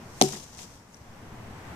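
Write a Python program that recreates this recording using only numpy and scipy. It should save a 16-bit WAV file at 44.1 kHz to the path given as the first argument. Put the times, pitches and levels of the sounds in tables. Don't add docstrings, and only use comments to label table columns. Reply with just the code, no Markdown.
import sys
import numpy as np
from scipy import signal
from scipy.fft import rfft, irfft
from scipy.io import wavfile

SR = 44100
rng = np.random.default_rng(int(sys.argv[2]) if len(sys.argv) > 2 else 0)


def generate_wav(sig):
    pcm = np.round(np.clip(np.atleast_2d(sig).T, -1, 1) * 32767).astype(np.int16)
    wavfile.write(sys.argv[1], SR, pcm)


N = 77175


def undb(db):
    return 10 ** (np.asarray(db) / 20)


def unit(x):
    return x / np.sqrt(np.mean(x ** 2))


def since(start_s):
    return np.arange(N) / SR - start_s


PORT_LAG_S = 0.00028


def ports(start_s):
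    return np.array([since(start_s), since(start_s + PORT_LAG_S)])


def pan(db):
    return undb(np.array([[db], [-db]]) / 2)


def fade(t, t60):
    decay = np.exp(-np.log(1000) * np.clip(t / max(t60, 1e-4), 0, 10))
    return (t >= 0) * decay


def swell(t, rise_s, t60):
    rise = np.exp(np.minimum(t, 0) / max(rise_s, 1e-4))
    return np.where(t < 0, rise, fade(t, t60))


def onset(t, rise_s):
    return np.clip(t / rise_s, 0, 1)


def colour(x, points, share=1):
    hz, db = np.array(points).T
    f = np.maximum(np.fft.rfftfreq(2 * N, 1 / SR), 1)
    gain = undb(share * np.interp(np.log(f), np.log(hz), db))
    return irfft(rfft(x, 2 * N) * gain)[..., :N]


def ring(t, modes):
    out = np.zeros(t.shape)
    for hz, db, t60 in modes:
        live = (t >= 0) & (t < 2 * t60)
        out[live] += undb(db) * np.cos(2 * np.pi * hz * t[live]) * fade(t[live], t60)
    return out


CRACK_RISE_S = 0.00017


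def burst(t, t60, hz, octaves, size=2048):
    f = np.maximum(np.fft.rfftfreq(size, 1 / SR), 1)
    band = np.exp(-0.5 * (np.log2(f / hz) / octaves) ** 2)
    noise = irfft(rfft(rng.standard_normal((2, size))) * band, size)
    out = np.zeros(t.shape)
    for port in range(2):
        live = np.flatnonzero(t[port] >= 0)[:size]
        shape = onset(t[port, live], CRACK_RISE_S) * fade(t[port, live], t60)
        crunch = shape * noise[port]
        out[port, live] = crunch * np.linalg.norm(shape) / np.linalg.norm(crunch)
    return out


def walk(rate, count=64):
    return unit(np.interp(since(0) * rate, np.arange(count), rng.standard_normal(count)))


# pitch_hz, left_minus_right_db
YARD_PAN = [(300, 10.5), (2000, 0), (4400, 6), (6200, 12), (8500, -4), (13000, -3.5)]


def lean(x):
    left = colour(x[0], YARD_PAN, share=1 / 2)
    right = colour(x[1], YARD_PAN, share=-1 / 2)
    return np.array([left, right])


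# pitch_hz, level_db (per Hz)
RUMBLE = [(20, -3), (35, -46.5), (55, -4.5), (100, -3), (150, -4), (220, -6.5), (330, -15.5), (600, -23.5),
          (1500, -48)]
# pitch_hz, level_db (per Hz)
ROAD = [(100, -29), (300, 0), (550, -3.5), (900, -0.5), (1300, -6), (2000, -9.5), (3200, -17.5),
        (6000, -28.5), (14000, -35)]
# pitch_hz, level_db (per Hz)
AIR = [(1000, 0.5), (3000, -15), (5800, 1), (7000, -4), (8400, -7.5), (11000, -14.5), (14500, -12.5)]
# time_s, rumble_db, road_db, air_db
LEVELS = [(0, -45.5, -48.5, -59.5), (.2, -47, -52, -54), (.45, -52, -55, -56.5),
          (0.682, -51.5, -54.5, -55.5), (.86, -54, -58, -64), (1.0, -52.5, -55.5, -61.5),
          (1.12, -49.5, -52, -61), (1.3, -45, -49.5, -62.5), (1.54, -44.5, -48, -61.5),
          (1.61, -49.5, -46.5, -60.5), (1.69, -45, -45, -60), (1.75, -41.5, -45.5, -62)]
# pitch_hz, side_over_mid_db
WIDTH = [(100, -23), (200, -18), (380, -8), (700, -5.5), (1300, -2.5), (2500, 0.5), (14000, 0)]
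TRAFFIC_PAN_DB = 1.4


def traffic():
    times, *levels = np.array(LEVELS).T
    out = 0
    for spectrum, db in zip((RUMBLE, ROAD, AIR), levels):
        mid, side = colour(rng.standard_normal((2, N)), spectrum)
        side = colour(side, WIDTH)
        stereo = unit(np.array([mid + side, mid - side]))
        out = out + stereo * undb(np.interp(since(0), times, db))
    return out * pan(TRAFFIC_PAN_DB)


WHINE_HZ, WHINE_WAVER_RMS_HZ, FLUTTER_CUTOFF_HZ = 7720, 70.4, 120
FLUTTER_END_DB, WHINE_DB_PER_S = -67, 10


def whine():
    phase = 2 * np.pi * np.cumsum(WHINE_HZ + WHINE_WAVER_RMS_HZ * walk(12)) / SR
    slow = signal.butter(2, FLUTTER_CUTOFF_HZ, fs=SR, output="sos")
    flutter = unit(signal.sosfilt(slow, rng.standard_normal((2, N))))
    return flutter * np.sin(phase) * undb(FLUTTER_END_DB + WHINE_DB_PER_S * since(N / SR))


# start_s, level_db, pitch_hz, t60_s
TICKS = [(0.9282, -50, 6650, .01), (0.938, -51, 6800, .012), (0.9440, -35.5, 5680, .011),
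         (0.9687, -50, 5940, 0.0112)]
TICK_PAN_DB, TICK_RISE_S = 11, 0.00088
TICK_RUSTLE_DB, TICK_RUSTLE_RISE_S, TICK_RUSTLE_T60_S = -62, 0.097, 0.1


def ticks():
    taps = 0
    for start_s, db, hz, t60 in TICKS:
        t = ports(start_s)
        taps = taps + ring(t, [(hz, db, t60)]) * onset(t, TICK_RISE_S)
    rustle_shape = swell(since(TICKS[-1][0]), TICK_RUSTLE_RISE_S, TICK_RUSTLE_T60_S)
    rustle = scatter(undb(TICK_RUSTLE_DB) * rustle_shape, FLETCH)
    return pan(TICK_PAN_DB) * (taps + rustle)


YARD_GRAIN_DB = 2.2


def scatter(envelope, tone):
    steps_db = YARD_GRAIN_DB * np.repeat(rng.standard_normal(N // 128 + 1), 128)[:N]
    noise = rng.standard_normal((2, N)) * undb(steps_db)
    return unit(colour(noise, tone)) * envelope * (since(HIT_S) > 0)


# peak_s, level_db, rise_s, t60_s
ECHOES = [(0.238, -30.5, 0.016, 0.2), (0.255, -38, 0.06, 0.72), (0.329, -37.5, 0.012, 0.17),
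          (0.374, -43, .01, 0.19), (0.44, -44, 0.018, 0.062), (0.592, -43, 0.0096, 0.17),
          (0.629, -46, 0.08, 0.26), (0.745, -56.5, 0.092, 0.34)]
# pitch_hz, level_db
YARD = [(150, -19), (400, -3.5), (900, -2.5), (1500, -12.5), (2200, -10), (3300, -4.5), (4100, -6),
        (4500, -6), (5100, -3), (5850, -1), (6100, -2), (6380, -2), (6900, -1.5), (8500, -5.5),
        (10000, -11.5), (14000, -18)]
# start_s, level_db, t60_s, pitch_hz
SLAPS = [(0.3324, -35.5, 0.027, 1390), (0.352, -40.5, 0.033, 1830), (0.3707, -38, 0.014, 4430),
         (0.4, -40, .012, 5500), (0.548, -45, 0.016, 5530), (0.5905, -40.5, .02, 2760),
         (0.652, -48, 0.017, 5500)]
SLAP_OCTAVES = 0.5
# pitch_hz, level_db
THUD_ECHO = [(90, -22), (140, -9), (210, 5), (300, -6), (380, 2.5), (480, -9), (800, -14), (1500, -32)]
THUD_ECHO_S, THUD_ECHO_DB, THUD_ECHO_RISE_S, THUD_ECHO_T60_S = 0.343, -42, 0.022, 0.29


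def yard():
    power = sum((undb(db) * swell(since(s), rise, t60)) ** 2 for s, db, rise, t60 in ECHOES)
    slaps = sum(undb(db) * burst(ports(s), t60, hz, SLAP_OCTAVES) for s, db, t60, hz in SLAPS)
    thud_shape = swell(since(THUD_ECHO_S), THUD_ECHO_RISE_S, THUD_ECHO_T60_S)
    thud = scatter(undb(THUD_ECHO_DB) * thud_shape, THUD_ECHO)
    clusters = scatter(np.sqrt(power), YARD)
    return lean(clusters + slaps) + thud[0] * pan(PILE_PAN_DB)


# pitch_hz, level_db (per Hz)
FLETCH = [(1500, -17), (3500, -21.5), (6000, -18.5), (8000, -18.5), (14000, -33)]
FLIGHT_DB, FLIGHT_DB_PER_S, FLIGHT_PAN_DB = -47, 130, 0


def flight():
    t = since(HIT_S)
    hiss = unit(colour(rng.standard_normal((2, N)), FLETCH))
    approach = undb(FLIGHT_DB + FLIGHT_DB_PER_S * np.minimum(t, 0))
    return pan(FLIGHT_PAN_DB) * hiss * (t < 0) * approach


# start_s, relative_db, contact_s
BLOWS = [(0.2133, 3.5, 0.0012), (0.2217, -3, 0.0047), (0.237, -8.5, 0.01)]
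# pitch_hz, relative_db, t60_s
PILE = [(143.6, -23.5, 0.32), (213.5, -15.5, 0.072), (286.4, -13.5, 0.086), (349.7, -22, 0.11),
        (383.7, -18.5, 0.15), (426, -21, 0.094), (606, -3, 0.013), (713, -8.5, 0.026), (748.4, -26, 0.18),
        (980, -13, 0.019), (1093, -23, 0.022)]
PILE_PAN_DB, PILE_LOW_HZ = 3, 162


def pile():
    thuds = 0
    for start_s, db, contact_s in BLOWS:
        t = ports(start_s)
        thuds = thuds + undb(db) * ring(t, PILE) * onset(t, max(contact_s, 1e-4))
    bass_cut = signal.butter(5, PILE_LOW_HZ, "high", fs=SR, output="sos")
    return signal.sosfilt(bass_cut, thuds) * pan(PILE_PAN_DB)


# start_s, noise_db, noise_t60_s, pitch_hz (noise centre), width_octaves, shaft_ring_db, left_minus_right_db
CRACKS = [(0.2134, -10, 0.0056, 2750, 0.91, -2, -2), (0.2148, -16, 0.016, 2830, 1.54, -10, 0.5),
          (0.2220, -6, 0.0075, 5350, 0.93, -16.5, -0.5)]
HIT_S = CRACKS[0][0]
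# pitch_hz, relative_db, t60_s
SHAFT = [(3364, -11.5, 0.012), (4560, -17.5, 0.0055), (6020, 0, 0.0071), (6325, -6.5, .014)]
# pitch_hz, gain_db
CRACK_TONE = [(1000, 1), (1500, -5), (2000, -2), (2400, 4.5), (2800, -2.5), (3400, 4), (4500, 5.5),
              (5200, -1), (6200, -4), (7000, -7.5), (7700, -0.5), (8600, -2.5), (10300, 4), (12000, -3),
              (14500, -8)]


def arrow():
    out = 0
    for start_s, db, t60, hz, octaves, ring_db, pan_db in CRACKS:
        t = ports(start_s)
        crunch = undb(db) * burst(t, t60, hz, octaves)
        shaft = undb(ring_db) * onset(t, CRACK_RISE_S) * ring(t, SHAFT)
        out = out + pan(pan_db) * (crunch + shaft)
    return lean(colour(out, CRACK_TONE))


def scene():
    return flight() + arrow() + pile() + yard() + ticks() + traffic() + whine()


TOP_HZ = 14550


def record(dry):
    rounded = dry / (1 + dry ** 4) ** 0.25
    top_cut = signal.ellip(10, 0.2, 80, TOP_HZ, fs=SR, output="sos")
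    return signal.sosfilt(top_cut, rounded)


dry = scene()
out = record(dry)
generate_wav(out)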